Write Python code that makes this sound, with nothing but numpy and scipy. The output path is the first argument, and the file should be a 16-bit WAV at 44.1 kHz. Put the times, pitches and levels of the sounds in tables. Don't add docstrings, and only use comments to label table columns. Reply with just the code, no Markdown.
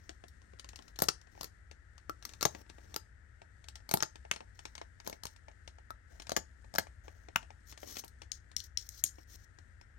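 import sys
import numpy as np
from scipy import signal
from scipy.fft import rfft, irfft, next_fast_len
from scipy.io import wavfile
from scipy.ndimage import uniform_filter1d

SR = 44100
rng = np.random.default_rng(int(sys.argv[2]) if len(sys.argv) > 2 else 0)


def unload_audio(sound):
    columns = np.transpose(np.atleast_2d(sound))
    steps = np.round(np.clip(columns, -1, 1) * 32767)
    wavfile.write(sys.argv[1], SR, steps.astype(np.int16))


N = 440118
BLOW_S = np.arange(SR // 5) / SR
GRAZE_SAMPLES, ATTACK_SAMPLES = 88, 353


def undb(db):
    return 10 ** (np.asarray(db) / 20)


def fade(t_s, t60_s):
    return np.exp(-np.log(1000) * t_s / t60_s)


def convolve(x, response):
    return signal.fftconvolve(x, response)[:len(x)]


def add(track, start_s, sound):
    start = max(int(start_s * SR), 0)
    track[start:start + len(sound)] += sound[:N - start]


def over_frequency(table, size):
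    hz, *columns = np.transpose(table)
    log_bins = np.log(np.fft.rfftfreq(size, 1 / SR) + 1)
    return [np.interp(log_bins, np.log(hz), column) for column in columns]


def colour(x, points):
    size = 1024
    cepstrum = irfft(np.log(undb(over_frequency(points, size)[0])))
    cepstrum[1:size // 2] *= 2
    cepstrum[size // 2 + 1:] = 0
    return convolve(x, irfft(np.exp(rfft(cepstrum))))


# frequency in Hz, left in dB per Hz, right in dB per Hz.
FLOOR = [(25, -93, -99), (47.9, -75.5, -80), (65, -71.5, -74.5), (97.7, -76, -85), (141, -94, -99),
         (302, -101, -106), (695, -107, -108), (1160, -109, -118), (1290, -97, -112), (1863, -91, -110),
         (2420, -111, -122), (3930, -118, -127), (7794, -118, -131), (10280, -130, -136),
         (14000, -144, -144)]


def background(shared_below_hz=150):
    left_db, right_db = over_frequency(FLOOR, N)
    left, own = rfft(rng.standard_normal((2, N))) * np.sqrt(SR / 2)
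    likeness = .96 / (1 + (np.fft.rfftfreq(N, 1 / SR) / shared_below_hz) ** 4)
    right = likeness * left + np.sqrt(1 - likeness ** 2) * own
    return irfft(np.array([left * undb(left_db), right * undb(right_db)]), N)


def room(x, near_db=-12, near_t60_s=0.18, far_db=-23, far_t60_s=0.26, gap_s=0.0019, table_s=.013, table_db=-20):
    t_s = np.arange(SR // 2) / SR
    response = np.zeros(len(t_s))
    for db, t60_s in (near_db, near_t60_s), (far_db, far_t60_s):
        tail = rng.standard_normal(len(t_s)) * fade(t_s, t60_s) * np.minimum(t_s / gap_s, 1) ** 2
        response += undb(db) * tail / np.linalg.norm(tail)
    response[int(table_s * SR)] += undb(table_db)
    absorption = [(120, -0.5), (600, -2.0), (1500, -3.5), (3000, -5.0), (6000, -1.5), (9000, 1.5), (13000, -17.5)]
    return colour(convolve(x, response), absorption)


# frequency in Hz, level in dB, phase lag in rad, scattered share 0-1.
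PORT = [(70, -9.5, 1.6, 0.5), (182.2, -10.5, 0.28, 0.2), (526, -6.5, 2.9, 0.5), (1050, -3.5, 4.57, 0.3),
        (2490, -8, 5.06, 0.7), (5270, -17.5, 5.8, 0.98), (9800, -6.5, 3.3, 0.97), (10120, -2, 3.3, 0.1),
        (12270, 2, 6.5, 0), (15400, -5.5, 18, 0.94)]


def ports(x, scatter_t60_s=0.049, count=9):
    size = next_fast_len(N + SR)
    db, lag_rad, share = over_frequency(PORT, size)
    share = np.clip(share, 0, 1)
    pose = np.linspace(0, count - 1, N)
    scattered = np.zeros(N)
    scatters = rng.standard_normal((count, len(BLOW_S))) * fade(BLOW_S, scatter_t60_s)
    for k, scatter in enumerate(scatters):
        span = np.flatnonzero(abs(pose - k) < 1)
        posed = x[span] * np.cos(np.pi / 2 * (pose[span] - k))
        add(scattered, span[0] / SR, signal.fftconvolve(posed, scatter / np.linalg.norm(scatter)))
    direct = np.sqrt(1 - share) * np.exp(-1j * lag_rad) * rfft(x, size)
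    right = direct + np.sqrt(share) * rfft(scattered, size)
    return np.array([x, irfft(right * undb(db), size)[:N]])


def body(modes, ring_db, spot_db=3, detune=.012):
    hz, db, t60_s = np.transpose(modes)[:, :, None]
    spot, grip = rng.standard_normal((2, len(modes), 1))
    size = undb(db + ring_db + spot_db * spot) * 2 * np.log(1000) / (t60_s * SR)
    ringing = np.cos(2 * np.pi * hz * (1 + detune * grip) * BLOW_S)
    response = np.sum(size * fade(BLOW_S, t60_s) * ringing, axis=0)
    response[0] += 1
    return response


# edges in Hz of the thump, hollow, shell, metal and glint ranges.
EDGES_HZ = [90, 350, 1050, 3200, 9500, 16500]
RANGES = [signal.butter(3, edges, "band", fs=SR, output="sos") for edges in zip(EDGES_HZ, EDGES_HZ[1:])]


def voice(sound, levels_db, size):
    count = len(levels_db)
    gains_db = [db - 20 * np.log10(np.std(signal.sosfilt(sos, sound[:size])))
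                for db, sos in zip(levels_db, RANGES[-count:])]
    edges = EDGES_HZ[-count - 1:]
    inset = 2 ** (1 / 3)
    outline = [(hz, db) for lo, hi, db in zip(edges, edges[1:], gains_db) for hz in (lo * inset, hi / inset)]
    return colour(sound, outline)


def strike(modes, outline, levels_db, ring_db, graze_db, chatter_db, chatter_t60_s, rattle_db, rattle_t60_s):
    graze, chatter, rattle = rng.standard_normal((3, len(BLOW_S)))
    push = undb(chatter_db) * chatter * fade(BLOW_S, chatter_t60_s)
    push += undb(rattle_db) * rattle * fade(BLOW_S, rattle_t60_s)
    push[0] += 1
    rise = np.linspace(0, 1, GRAZE_SAMPLES) ** 2
    push = np.concatenate([undb(graze_db) * graze[:GRAZE_SAMPLES] * rise, push])
    rung = convolve(push, body(modes, ring_db))
    return voice(colour(rung, outline), levels_db, GRAZE_SAMPLES + ATTACK_SAMPLES)


def touch(db, hardness_db):
    return db - max(hardness_db, 0), db - abs(hardness_db) / 2, db + min(hardness_db, 0)


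def rustle(rustle_db=-79, stir_db=2, stir_hz=5, grain_db=4.0, busy_db=4.5, busy_s=0.25):
    marks_s = np.arange(0, N / SR + 1, 1 / stir_hz)
    grains = rng.standard_normal(N) * undb(grain_db * np.minimum(rng.exponential(size=N), 6))
    skin = colour(grains, [(100, 6.5), (260, 4), (600, -9.5), (1500, -18), (5500, -13.5), (8500, -11), (13000, -38)])
    stir = np.interp(np.arange(N) / SR, marks_s, rng.standard_normal(len(marks_s)))
    contacts = np.zeros(N)
    contacts[[int(s * SR) for s, *_ in KNOCKS + TICKS]] = 1
    size = int(busy_s * SR)
    density = uniform_filter1d(uniform_filter1d(contacts, size), size)
    busy = np.clip(density * size, 0, 2)
    return skin / np.std(skin) * undb(rustle_db + stir_db * stir + busy_db * busy)


# nominal frequency in Hz, relative level in dB, nominal t60 in seconds.
CASE = [(410, -10.5, 0.0046), (713.5, 5, 0.034), (863, 2, 0.025), (1353, 6, 0.03), (1720, -3, 0.012),
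        (2200, 2, 0.07), (3120, -3, 0.013), (4183, 6, 0.055), (5545, 11.5, 0.02), (6060, 5.5, 0.025),
        (6460, 12.5, 0.028), (7000, 7, 0.035), (8870, 12, 0.023), (11660, 7.5, 0.01)]
# frequency in Hz, level in dB.
SLIDING = [(100, -2), (280, 9), (900, 0), (2000, 0), (3200, -0.5), (4500, 1), (5900, 5), (8000, -5.5),
           (10000, -14), (12500, -15), (16000, -12.5)]
RUBS = [(0, -0.3, .2, -71, 1), (.7, 1.2, .92, -64.5, -6), (1.3, 1.6, 1.48, -63.5, 0),
        (2.225, 2, 2.43, -65, 0.5), (2.47, 3, 2.62, -54.5, -5.5), (2.669, 2.92, 2.98, -70, -4.5),
        (3.956, 4.5, 4.01, -48.5, -3), (4.546, 3.5, 4.9, -68, 5), (5.045, 4.5, 5.18, -52.5, -3.5),
        (5.214, 6, 5.34, -63, 13), (6.101, 6, 6.3, -65.5, -7), (7.038, 6.5, 7.31, -62.5, -6),
        (7.658, 8, 7.722, -48, 14), (7.775, 8, 7.85, -54, 15), (7.85, 7.89, 7.95, -55.5, 5),
        (7.88, 8, 8.015, -51.5, 14), (8.638, 8.5, 8.675, -49, 24), (8.8, 9.5, 8.875, -51.5, 21),
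        (8.896, 9, 9.02, -59, 23), (9.09, 9.5, 9.24, -64, 16.5), (9.271, 9.5, 9.36, -53.5, 11),
        (9.366, 9.5, 9.45, -65.5, 17)]


def rubs(grain_db=4.0, slip_db=3.0, slip_hz=160, swell=0.76, hollow_db=-1, shell_db=-6, metal_db=2,
         glint_db=-5, bite=0.36, firm_db=-55, skid_db=-24, skid_hardness_db=34, skid_glint_db=-16,
         skid_peak_s=0.02, skid_s=0.064):
    out = np.zeros(N)
    catches = rng.standard_normal(N) * undb(grain_db * np.minimum(rng.exponential(size=N), 5))
    slips = uniform_filter1d(rng.standard_normal(N), int(SR / slip_hz)) * np.sqrt(SR / slip_hz)
    friction = colour(catches * undb(slip_db * slips), SLIDING)
    strokes = [(*times, db, hardness_db, glint_db + bite * (db - firm_db)) for *times, db, hardness_db in RUBS]
    skids = [(s, s + skid_peak_s, s + skid_s, db + skid_db, skid_hardness_db, skid_glint_db)
             for s, _, db, _ in NAILS]
    for start_s, firmest_s, end_s, db, hardness_db, edge_db in strokes + skids:
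        span = np.arange(int(start_s * SR), int(end_s * SR))
        hollow, shell, metal = touch(db, hardness_db)
        levels_db = hollow + hollow_db, shell + shell_db, metal + metal_db, metal + edge_db
        stroke = voice(convolve(friction[span], body(CASE, ring_db=-7.5)), levels_db, len(span))
        pressure = np.interp(span / SR, [start_s, firmest_s, end_s], [0, 2, 0])
        add(out, start_s, stroke * pressure ** swell)
    return out


# frequency in Hz, level in dB.
TOUCH = [(120, -22.5), (300, -3.5), (700, -5.5), (1200, -1.5), (2500, 2), (5000, -1), (8500, -8),
         (11500, -22.5), (16000, -27)]
# time in seconds, level before range offsets and trim in dB, hardness in dB.
TICKS = [(.0933, -48, 1), (0.2392, -51.5, -12.5), (0.2824, -60.5, 29), (0.418, -67, -2), (0.535, -56, -17),
         (0.5962, -48, 11.5), (0.6448, -55, 0), (0.6896, -50.5, 11), (.7325, -55, -9.5),
         (0.7589, -49, 13.5), (0.79, -54, -3.5), (.823, -60, 13), (.881, -58.5, 6.5), (0.9595, -56, 9.5),
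         (1.214, -61.5, 9.5), (1.271, -63, -8.5), (1.351, -59, -13), (1.376, -53.5, -22), (1.713, -56, 0),
         (1.98, -59.5, 3.5), (2.2256, -54.5, 7), (2.292, -52.5, 10.5), (2.3362, -52.5, 8),
         (2.549, -46, -7.5), (2.699, -55.5, 1.5), (2.7834, -55.5, -14), (3.4178, -53.5, -11),
         (3.642, -60, 5), (3.6854, -47.5, 11), (3.756, -49, 10.5), (4.157, -55.5, 0), (4.251, -51.5, -16.5),
         (4.3372, -50, 2.5), (4.3616, -49, 0.5), (4.406, -47, -12.5), (4.5918, -53, 2), (4.654, -46, 2),
         (4.753, -48.5, 8), (4.7798, -52, 0), (4.815, -44.5, -10.5), (5.0013, -55.5, 2.5),
         (5.065, -51.5, 1), (5.128, -47, -4), (5.2682, -46.5, 19.5), (5.363, -61.5, 6.5),
         (5.483, -51.5, -12.5), (5.677, -51.5, 2), (5.785, -56, -13), (6.1992, -50, 3.5), (6.221, -52, 10),
         (6.2694, -52, 4.5), (6.3055, -50, 6), (6.645, -59.5, -13.5), (6.8693, -53, -12),
         (7.0812, -48.5, -13.5), (7.286, -50.5, -11), (7.429, -56.5, -5.5), (7.5049, -51, -12.5),
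         (7.725, -54.5, 2.5), (7.7761, -54.5, 3), (7.8307, -45, -15.5), (7.9573, -51.5, 9),
         (7.969, -44.5, 3.5), (8.0384, -48.5, -13.5), (8.045, -56, 49), (8.0798, -57.5, 38),
         (8.2187, -52, 0.5), (8.516, -61, 4), (9.1842, -55.5, -14), (9.587, -60, -1.5), (9.813, -61, 0.5)]


def ticks(shell_db=-2, glint_db=-21, sparkle=.5, stray_db=-63, stray_spread_db=8, stray_hardness_db=12,
          stray_s=0.18, count=10, trim_db=3.0):
    out = np.zeros(N)
    strays = []
    for which, late, faint, hard in rng.random((count, 4)):
        s = TICKS[int(which * len(TICKS))][0] + stray_s * late
        strays.append((s, stray_db - stray_spread_db * faint, stray_hardness_db * (2 * hard - 1)))
    for s, db, hardness_db in list(TICKS) + strays:
        hollow, shell, metal = touch(db, hardness_db)
        levels_db = hollow, shell + shell_db, metal, metal + glint_db + sparkle * hardness_db
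        tick = strike(CASE, TOUCH, levels_db, ring_db=-9.0, graze_db=-12.0, chatter_db=-4,
                      chatter_t60_s=0.017, rattle_db=-17.5, rattle_t60_s=0.088)
        add(out, min(s, N / SR) - GRAZE_SAMPLES / SR, tick)
    return out * undb(trim_db)


# multiple of its pitch, level in dB.
NAIL = [(.03, -12.5), (0.149, -36), (.37, -17.5), (0.562, -7), (0.772, -0.5), (1, 3), (1.2, -4),
        (1.598, -17), (2.5, -26.5)]
# time in seconds, pitch in Hz, metal level before trim in dB, glint over metal in dB.
NAILS = [(8.3183, 6550, -35.5, -20), (8.5657, 5620, -31, -13.5), (8.603, 5440, -42.5, -17),
         (8.774, 5070, -29.5, -16), (8.8907, 6900, -44.5, 2), (9.0397, 7440, -25.5, -1)]


def nails(shell_db=-13, held=.35, trim_db=2.5):
    out = np.zeros(N)
    modes = [(hz, db, t60_s * held) for hz, db, t60_s in CASE]
    for s, pitch_hz, db, edge_db in NAILS:
        outline = [(multiple * pitch_hz, outline_db) for multiple, outline_db in NAIL]
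        levels_db = db + shell_db, db, db + edge_db
        snap = strike(modes, outline, levels_db, ring_db=-0.5, graze_db=-8, chatter_db=-4,
                      chatter_t60_s=0.006, rattle_db=-31.5, rattle_t60_s=0.15)
        add(out, s - GRAZE_SAMPLES / SR, snap)
    return out * undb(trim_db)


# frequency in Hz, level in dB.
CONTACT = [(100, 5.5), (300, 4), (700, 3), (1400, -1.5), (2400, -10), (3300, -1), (4400, 6.5), (6500, 1.5),
           (8000, -1), (10000, -13), (12000, -10), (16000, -17.5)]
# nominal frequency in Hz, relative level in dB, t60 in seconds.
SOCKET = [(1301, 34, 0.049)]
# time in seconds, shell level before trim in dB.
POPS = [(2.0959, -36), (5.9056, -41)]


def pops(hollow_db=-2, metal_db=-12, glint_db=-16, trim_db=0.65):
    out = np.zeros(N)
    for s, db in POPS:
        levels_db = db + hollow_db, db, db + metal_db, db + glint_db
        pop = strike(CASE + SOCKET, CONTACT, levels_db, ring_db=-11.5, graze_db=-36, chatter_db=-17.0,
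                     chatter_t60_s=0.0089, rattle_db=-23.5, rattle_t60_s=0.023)
        add(out, s - GRAZE_SAMPLES / SR, pop)
    return out * undb(trim_db)


# multiple of its pitch, level in dB.
CATCH = [(.08, -7.5), (.3, -6.5), (.6, 2), (1, 5.5), (1.5, -5), (2.2, -4.5), (3.2, -10), (5, -11.5),
         (7, -22.5), (12, -21.5)]
# time in seconds, catch pitch in Hz, shell level before trim in dB,
# then hollow (weight), metal (treble) and glint (edge) over shell in dB.
SNAPS = [(4.314, 2630, -28, -9.5, -2, -20.5), (6.7844, 1340, -26, -22, -8, -7.5),
         (7.3602, 1163, -22, -10.5, -10, -18.5)]


def snaps(thump_db=-7, gripped_db=-18, trim_db=0.5):
    out = np.zeros(N)
    for s, pitch_hz, db, weight_db, treble_db, edge_db in SNAPS:
        outline = [(multiple * pitch_hz, outline_db) for multiple, outline_db in CATCH]
        levels_db = db + np.array([weight_db + thump_db, weight_db, 0, treble_db, edge_db])
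        snap = strike(CASE, outline, levels_db, gripped_db, graze_db=-13.0, chatter_db=-14.5,
                      chatter_t60_s=0.011, rattle_db=-39.5, rattle_t60_s=0.09)
        add(out, s - GRAZE_SAMPLES / SR, snap)
    return out * undb(trim_db)


# time in seconds, metal level before trim in dB, hollow (weight) over metal in dB,
# glint (edge) over metal in dB, nominal tube ring in Hz, set by its depth and the grip.
KNOCKS = [(0.9898, -36.5, -4, -5, 5390), (1.002, -42.5, -2, -9, 5780), (1.021, -29, 5, 6.5, 8300),
          (1.036, -38, -8, -16.5, 6350), (1.04, -39.5, -5, 1, 5420), (1.086, -24.5, -7, -13.5, 5400),
          (1.089, -25, -11, -23.5, 5430), (1.4107, -39, -2.5, -11, 5310), (1.432, -42, -7, -2, 4040),
          (1.4437, -41.5, -5.5, -4, 4590), (2.2522, -37.5, -18.5, -6, 5490),
          (2.4106, -35.5, -10, -13, 4660), (2.4194, -40.5, -15, -19, 4520), (2.428, -27, -5.5, -9, 5410),
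          (2.4534, -22.5, -4.5, -9, 6300), (2.4577, -35.5, 10.5, -7, 6200), (2.9427, -42.5, -5, -10, 6500),
          (2.9626, -32.5, -5, -4, 5100), (3.8915, -41.5, -4.5, -8.5, 4670), (3.913, -32.5, -3, -4, 5300),
          (3.9396, -29.5, 8.5, 8, 4900), (3.9727, -38, -1, -5, 5770), (4.005, -35.5, -9.5, -30, 5390),
          (4.0258, -25.5, -10, -13.5, 6230), (4.032, -30, -4, -21, 5110), (5.0753, -39.5, 2.5, -2, 6440),
          (5.098, -45.5, 3, -2.5, 6300), (5.2354, -42, -7, -9, 5330), (5.2543, -40, -2, -7, 4710),
          (6.2947, -37, -4, -15, 6180), (6.319, -35.5, 4.5, -13.5, 3940), (6.3656, -25.5, -7, -11, 6840),
          (6.372, -37, 6, -6, 6440), (6.7404, -45.5, 2.5, -13.5, 7010), (6.752, -43, 5, -6, 5400),
          (6.759, -35.5, -7.5, -19, 5180), (6.786, -29.5, 1.5, -8, 4850), (6.795, -40.5, 3, -3, 6600)]


def knocks(ring_db=-6.5, tube_db=17, tube_t60_s=.01, freedom=0.17, thump_db=-7, shell_db=-2, flex=0.18,
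           firm_db=-26, trim_db=-1.0):
    out = np.zeros(N)
    for s, db, weight_db, edge_db, ring_hz in KNOCKS:
        firmness_db = db - firm_db
        levels_db = db + np.array([weight_db + thump_db, weight_db, shell_db + flex * firmness_db, 0, edge_db])
        tube = (ring_hz, tube_db + firmness_db / 2, tube_t60_s)
        knock = strike(CASE + [tube], CONTACT, levels_db, ring_db - freedom * weight_db, graze_db=-12.5,
                       chatter_db=-7.5, chatter_t60_s=0.011, rattle_db=-26.5, rattle_t60_s=0.074)
        add(out, s - GRAZE_SAMPLES / SR, knock)
    return out * undb(trim_db)


def scene():
    handling = knocks() + snaps() + ticks() + nails() + pops() + rubs() + rustle()
    handling = signal.sosfilt(signal.butter(2, 85, "high", fs=SR, output="sos"), handling)
    return ports(handling + room(handling)) + background()


def record(dry, top_hz=16300):
    return signal.sosfilt(signal.ellip(8, .2, 70, top_hz, fs=SR, output="sos"), dry)


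dry = scene()
out = record(dry)
unload_audio(out)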